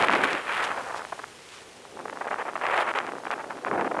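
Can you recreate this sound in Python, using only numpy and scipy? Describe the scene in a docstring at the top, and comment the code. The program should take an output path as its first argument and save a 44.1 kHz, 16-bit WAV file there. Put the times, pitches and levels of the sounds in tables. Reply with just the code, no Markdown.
"""Aboard a boat in choppy water, with a small camera microphone out in gusty wind.
Right on the microphone port, long gusts and short puffs flutter and crackle, brighter as they
blow harder; single eddies pop and large slow ones thud in the bass.
Underneath, water hisses along the hull, a few wavelets splash and the engine drones dully."""
import sys
import numpy as np
from scipy import signal
from scipy.fft import rfft, irfft, next_fast_len
from scipy.io import wavfile
from scipy.ndimage import map_coordinates

SR = 44100
rng = np.random.default_rng(int(sys.argv[2]) if len(sys.argv) > 2 else 0)


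def dump_mix(stems):
    """Bounce the given channels to the path in sys.argv[1] as a 16-bit WAV at rate SR."""
    frames = np.atleast_2d(stems).T  # one column per channel
    limited = np.clip(frames, -1, 1)  # hard clip at full scale
    pcm = np.round(limited * 32767).astype(np.int16)
    wavfile.write(sys.argv[1], SR, pcm)


N = 176400

# Brightness as the wind veers across the microphone. Each row: time in seconds, treble lift in dB.
VEERING = [(0, 2), (.2, 2.5), (.33, 8.5), (.45, 9.5), (.64, 7.5), (.76, -5.5), (1.2, -10.5), (2.3, -6),
           (2.75, -1.5), (3, -2), (3.55, -4.5), (3.72, -8), (4, -14)]
# The wind's dull body and sharp edge at the port. Each row: frequency in Hz, relative level in dB.
BODY_SPECTRUM = [(30, -54), (150, -33), (300, -11), (500, -2), (800, 2), (1200, -1), (1750, -6.5),
                 (2500, -22), (3500, -62), (8000, -75)]
EDGE_SPECTRUM = [(200, -23), (700, -7), (1300, 1.5), (1800, -0.5), (2500, -4), (3200, -14.5), (4200, -55),
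                 (7000, -31), (13000, -56)]
STRONG_DB = -31.5  # a strong wind; every GROWTH is in dB per dB above this level
EDGE_DB, EDGE_GROWTH, DENSITY_GROWTH = -34, 1.46, 1.02


def wind():
    """Eddies beat on the port; harder wind sheds more, and its edge grows faster than its body."""
    level_db = wind_level()
    excess_db = np.minimum(level_db - STRONG_DB, 6)
    treble_db = curve(VEERING)
    eddies_per_s = 200 + 900 * amp(treble_db + DENSITY_GROWTH * excess_db)
    eddies = grains(eddies_per_s, spread_db=1, smooth=.095)
    body = amp(level_db) * coloured(eddies, BODY_SPECTRUM)
    sharpness = amp(wobble(2 * FLUTTER_PER_S))  # some eddies are sharper than others
    edge_kicks = signal.hilbert(eddies * sharpness).imag  # a quarter cycle out of phase
    edge = amp(EDGE_DB + EDGE_GROWTH * excess_db + treble_db) * coloured(edge_kicks, EDGE_SPECTRUM)
    return body + edge + crackle(excess_db, treble_db)


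# Long gusts reaching the microphone. Each row: time in seconds, level in dB.
GUSTS = [(0, -26.5), (.07, -28.5), (.15, -28), (.24, -30), (.35, -36), (.41, -38), (.43, -43.5),
         (.5, -35.5), (.6, -34), (.72, -31.5), (.735, -34.5), (.78, -33.5), (.82, -36), (.95, -36.5),
         (1.03, -37.5), (1.09, -47), (1.22, -50), (1.3, -57), (1.83, -81), (1.91, -59), (2.03, -45.5),
         (2.3, -39), (2.52, -45.5), (2.6, -41.5), (2.645, -28.5), (2.69, -30), (2.73, -27), (2.8, -24),
         (2.85, -32.5), (2.935, -45), (3.01, -35.5), (3.1, -38), (3.2, -47.5), (3.29, -45.5), (3.43, -40.5),
         (3.48, -45.5), (3.63, -48.5), (3.69, -41), (3.82, -42), (3.9, -42.5), (4, -53)]
# How fitful the gusts are. Each row: time in seconds, flutter depth in dB.
FLUTTER_DEPTH = [(0, 4), (.4, 0.5), (.7, 1), (.95, 3), (2.1, 9.5), (2.75, 1), (3.2, 5.5), (4, 3)]
# Short puffs straight on the port. Each row: start in seconds, length in seconds, level in dB.
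SHORT_PUFFS = [(0.237, 0.0071, -23.5), (0.704, 0.018, -37), (1.124, 0.011, -34), (1.191, 0.013, -37),
               (1.238, 0.005, -28.5), (1.989, 0.0095, -38), (2.056, 0.0057, -31), (2.126, 0.0071, -31.5),
               (2.209, 0.016, -32.5), (2.24, 0.016, -37.5), (2.267, 0.026, -33.5), (2.309, 0.026, -29),
               (2.383, 0.049, -31.5), (2.453, 0.047, -34), (2.555, 0.012, -29.5), (2.608, 0.02, -32.5),
               (2.873, 0.044, -29.5), (2.951, 0.042, -28), (3.068, 0.013, -34.5), (3.266, 0.0086, -30),
               (3.31, 0.032, -28.5), (3.382, .035, -37.5), (3.5, 0.028, -37), (3.579, 0.012, -39),
               (3.662, 0.03, -29), (3.72, 0.043, -32.5), (3.777, 0.05, -29.5), (3.845, 0.035, -29),
               (3.913, 0.0085, -27), (3.944, .011, -28), (3.966, 0.0082, -28), (3.985, 0.0081, -25)]
FLUTTER_PER_S, PUFF_RAMP_S = 150, .0023


def wind_level():
    """Gusts shaken by fast turbulence, plus steady short puffs, in dB."""
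    turbulence = np.minimum(wobble(FLUTTER_PER_S), 1.3)
    depth_db = curve(FLUTTER_DEPTH)
    trim_db = depth_db ** 2 / 20  # offsets the power that deep flutter adds
    power = amp(curve(GUSTS) + depth_db * turbulence - trim_db) ** 2
    t = clock()
    for start, length, db in SHORT_PUFFS:
        inside_s = np.minimum(t - start, start + length - t)
        power += amp(db) ** 2 * np.clip(inside_s / PUFF_RAMP_S + .5, 0, 1)
    return 10 * np.log10(power)


# Crackle right at the microphone. Each row: frequency in Hz, relative level in dB.
CRACKLE_SPECTRUM = [(500, -27), (2000, 0.5), (3200, 8), (4500, -3), (6000, -12.5), (9000, -11),
                    (11000, -15), (13000, -33)]
CRACKLE_DB, CRACKLE_GROWTH = -48.5, 1.73


def crackle(excess_db, treble_db):
    """Bright spits of widely differing size, rising steeply with the wind's force and brightness."""
    spits = coloured(grains(rate=650, spread_db=6, smooth=.2), CRACKLE_SPECTRUM)
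    return amp(CRACKLE_DB + CRACKLE_GROWTH * excess_db + 1.5 * treble_db) * spits


# Lone eddies hitting the port. Each row: time in seconds, pop peak in dB, snap peak in dB.
EDDY_POPS = [(.025, -6.5, -16.5), (.085, -5.5, -22.5), (.0968, -4.5, -41), (0.104, -14, -23),
             (.114, -13, -25), (.128, -14, -23), (0.1356, -6, -21), (.152, -16, -18.5), (0.2383, -5.5, -32),
             (.244, -12.5, -32), (.332, -17, -16.5), (0.352, -13, -28), (.716, -14, -40),
             (.946, -15.5, -47), (.963, -21, -40), (.995, -23, -41), (1.02, -22.5, -43),
             (1.051, -20, -35.5), (1.194, -23, -39), (1.218, -31, -38), (1.242, -15, -41),
             (1.853, -29.5, -50), (1.973, -26, -50), (2.003, -24, -51), (2.058, -29, -37),
             (2.083, -22.5, -37), (2.0985, -20, -33), (2.157, -30, -47), (2.173, -20.5, -41),
             (2.259, -21, -58), (2.27, -18.5, -59), (2.343, -13.5, -41), (2.416, -17, -40),
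             (2.483, -20, -51), (2.535, -22.5, -44), (2.578, -20, -42), (2.614, -15, -37),
             (2.667, -12.5, -24.5), (2.778, -10, -23), (2.939, -16, -35), (2.988, -9, -20),
             (3.003, -16.5, -35), (3.067, -23, -30), (3.121, -19.5, -36), (3.136, -21.5, -57),
             (3.184, -22, -43), (3.237, -24.5, -44.5), (3.254, -19, -37), (3.27, -16.5, -50),
             (3.282, -24, -38), (3.306, -13, -41), (3.314, -15.5, -25), (3.355, -30, -49),
             (3.508, -19.5, -35), (3.572, -28, -37), (3.649, -13.5, -35.5), (3.714, -11.5, -38),
             (3.811, -15, -30), (3.913, -17, -52), (3.947, -18, -57), (3.989, -25, -42)]
POP_HZ, LOUD_SNAP_DB, SNAP_DB_PER_OCTAVE = 1326, -25, 28  # pitch at a loud snap; softer is lower


def pops():
    """Each lone eddy is one dry swing of pressure, with a much shorter snap on top."""
    t, out = clock(), np.zeros(N)
    for time, pop_db, snap_db in EDDY_POPS:
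        phase = rng.uniform(0, 2 * np.pi)
        near = np.abs(t - time) < .005
        age = t[near] - time
        hz = POP_HZ * 2 ** ((snap_db - LOUD_SNAP_DB) / SNAP_DB_PER_OCTAVE)
        pop = amp(pop_db) * swing(age, hz, cycles=.32, phase=phase)
        snap = amp(snap_db) * swing(age, hz=2200, cycles=.19, phase=phase + np.pi / 2)
        out[near] += pop + snap
    return out


# Wind meeting the microphone head-on. Each row: time in seconds, bass level in dB.
BUFFETING = [(0, -28), (.22, -32), (.33, -36), (.43, -51.5), (.68, -45), (1.03, -59.5), (1.28, -76),
             (1.82, -53.5), (2.02, -45), (2.55, -48.5), (2.76, -50.5), (3.05, -42.5), (3.25, -44.5),
             (3.63, -43.5), (3.71, -31.5), (3.82, -31.5), (3.9, -36.5), (4, -37.5)]
# Its thuds at the port. Each row: frequency in Hz, relative level in dB.
THUD_SPECTRUM = [(25, -50), (60, -35.5), (120, -17.5), (220, -3.5), (340, 1), (500, 0), (800, -4.5),
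                 (1500, -25), (4000, -80)]
THUMP_HZ, THUMP_DB, THUMP_GROWTH = 130, 4.5, .8


def buffet():
    """Large slow eddies thud in the bass; their deep end swells in strong wind."""
    level_db = curve(BUFFETING)
    thuds = coloured(grains(rate=540, spread_db=.5, smooth=.3), THUD_SPECTRUM)
    deep = filtered(thuds, lambda hz: 1 / (1 + (hz / THUMP_HZ) ** 4))
    thump = amp(THUMP_DB + THUMP_GROWTH * (level_db - STRONG_DB)) * deep
    return amp(level_db + 1.8 * wobble(45)) * (thuds + thump)


# Water along the hull, farther from the microphone. Each row: time in seconds, level in dB.
HULL_WASH = [(0, -52), (.4, -48.5), (.8, -45.5), (1.15, -48), (1.9, -50.5), (4, -51)]
# Wavelets breaking by the boat. Each row: peak time in seconds, half-width in seconds, level in dB.
WAVELETS = [(0.645, 0.0096, -35.5), (0.974, 0.013, -40.5), (1.55, 0.064, -48)]
# Wash and wavelets as heard on board. 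Each row: frequency in Hz, relative level in dB.
WASH_SPECTRUM = [(25, -17), (100, -1), (400, -4), (900, -1.5), (1500, -3), (2800, -4), (4200, -8),
                 (6500, -10.5), (9500, -12.5), (11500, -22.5), (13000, -33)]
WAVELET_SPECTRUM = [(200, -37), (900, 1), (2000, 2), (3500, -1.5), (6000, -7), (9000, -11.5), (13000, -37)]


def water():
    """A fine fizz along the hull, swelling where a wavelet breaks."""
    wash_gain = amp(curve(HULL_WASH) + .12 * wobble(5.26))
    fizz = coloured(grains(rate=3000, spread_db=5, smooth=.53), WASH_SPECTRUM)
    swell = sum(amp(db) * np.exp(-.5 * ((clock() - time) / width) ** 2) for time, width, db in WAVELETS)
    spray = coloured(grains(rate=1900, spread_db=8, smooth=.41), WAVELET_SPECTRUM)
    return wash_gain * fizz + swell * spray


# The boat's engine, in the background. Each row: frequency in Hz, relative level in dB.
ENGINE_SPECTRUM = [(50, -39), (95, -7), (170, -5), (260, 1.5), (420, 10.5), (700, -2), (1500, -18),
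                   (5000, -70)]
ENGINE_DB = -55.5


def engine():
    """A dull, slightly wavering drone with no clear pitch."""
    return amp(ENGINE_DB + .73 * wobble(7.84)) * coloured(rng.standard_normal(N), ENGINE_SPECTRUM)


def grains(rate, spread_db, smooth):
    """Random pressure kicks of uneven size, rate a second, with a share of smooth noise."""
    due = rng.random(N) < rate / SR
    signs = np.sign(rng.standard_normal(N))
    sizes = amp(spread_db * np.clip(rng.standard_normal(N), -2, 2))
    kicks = unit(due * signs * sizes / np.sqrt(rate))  # equal power, sparse or dense
    return np.sqrt(1 - smooth) * kicks + np.sqrt(smooth) * rng.standard_normal(N)


def swing(age, hz, cycles, phase):
    """One short swing of pressure with peak 1; cycles is its half-width."""
    wave = np.gradient(np.cos(2 * np.pi * hz * age + phase) / np.cosh(hz * age / cycles) ** 2)
    return wave / np.abs(wave).max()


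def amp(db):
    """Decibels to gain."""
    return 10 ** (np.asarray(db) / 20)


def unit(x):
    """Scaled to rms 1."""
    return x / np.sqrt(np.mean(x ** 2) + 1e-20)


def clock():
    """The time of each sample in seconds."""
    return np.arange(N) / SR


def curve(rows):
    """(seconds, value) points joined by straight lines."""
    return np.interp(clock(), *np.transpose(rows))


def wobble(rate):
    """A smooth random curve, rate knots a second."""
    return map_coordinates(rng.standard_normal(N // 20), [clock() * rate], mode="wrap")


def filtered(x, response):
    """x through a filter whose gain is response(hz)."""
    size = next_fast_len(N + SR // 2)
    return irfft(rfft(x, size) * response(np.fft.rfftfreq(size, 1 / SR)), size)[:N]


def coloured(x, spectrum):
    """x shaped by a spectrum, at rms 1."""
    knots_hz, db = np.transpose(spectrum)
    return unit(filtered(x, lambda hz: amp(np.interp(np.log(hz + 1), np.log(knots_hz + 1), db))))


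def scene():
    """Wind on the port over water and engine, in mono."""
    return (wind() + buffet() + pops() + water() + engine())[None]


def record(dry):
    """The camera keeps nothing above 13 kHz."""
    return np.array([filtered(channel, lambda hz: hz < 13000) for channel in dry])


dry = scene()
out = record(dry)
dump_mix(out)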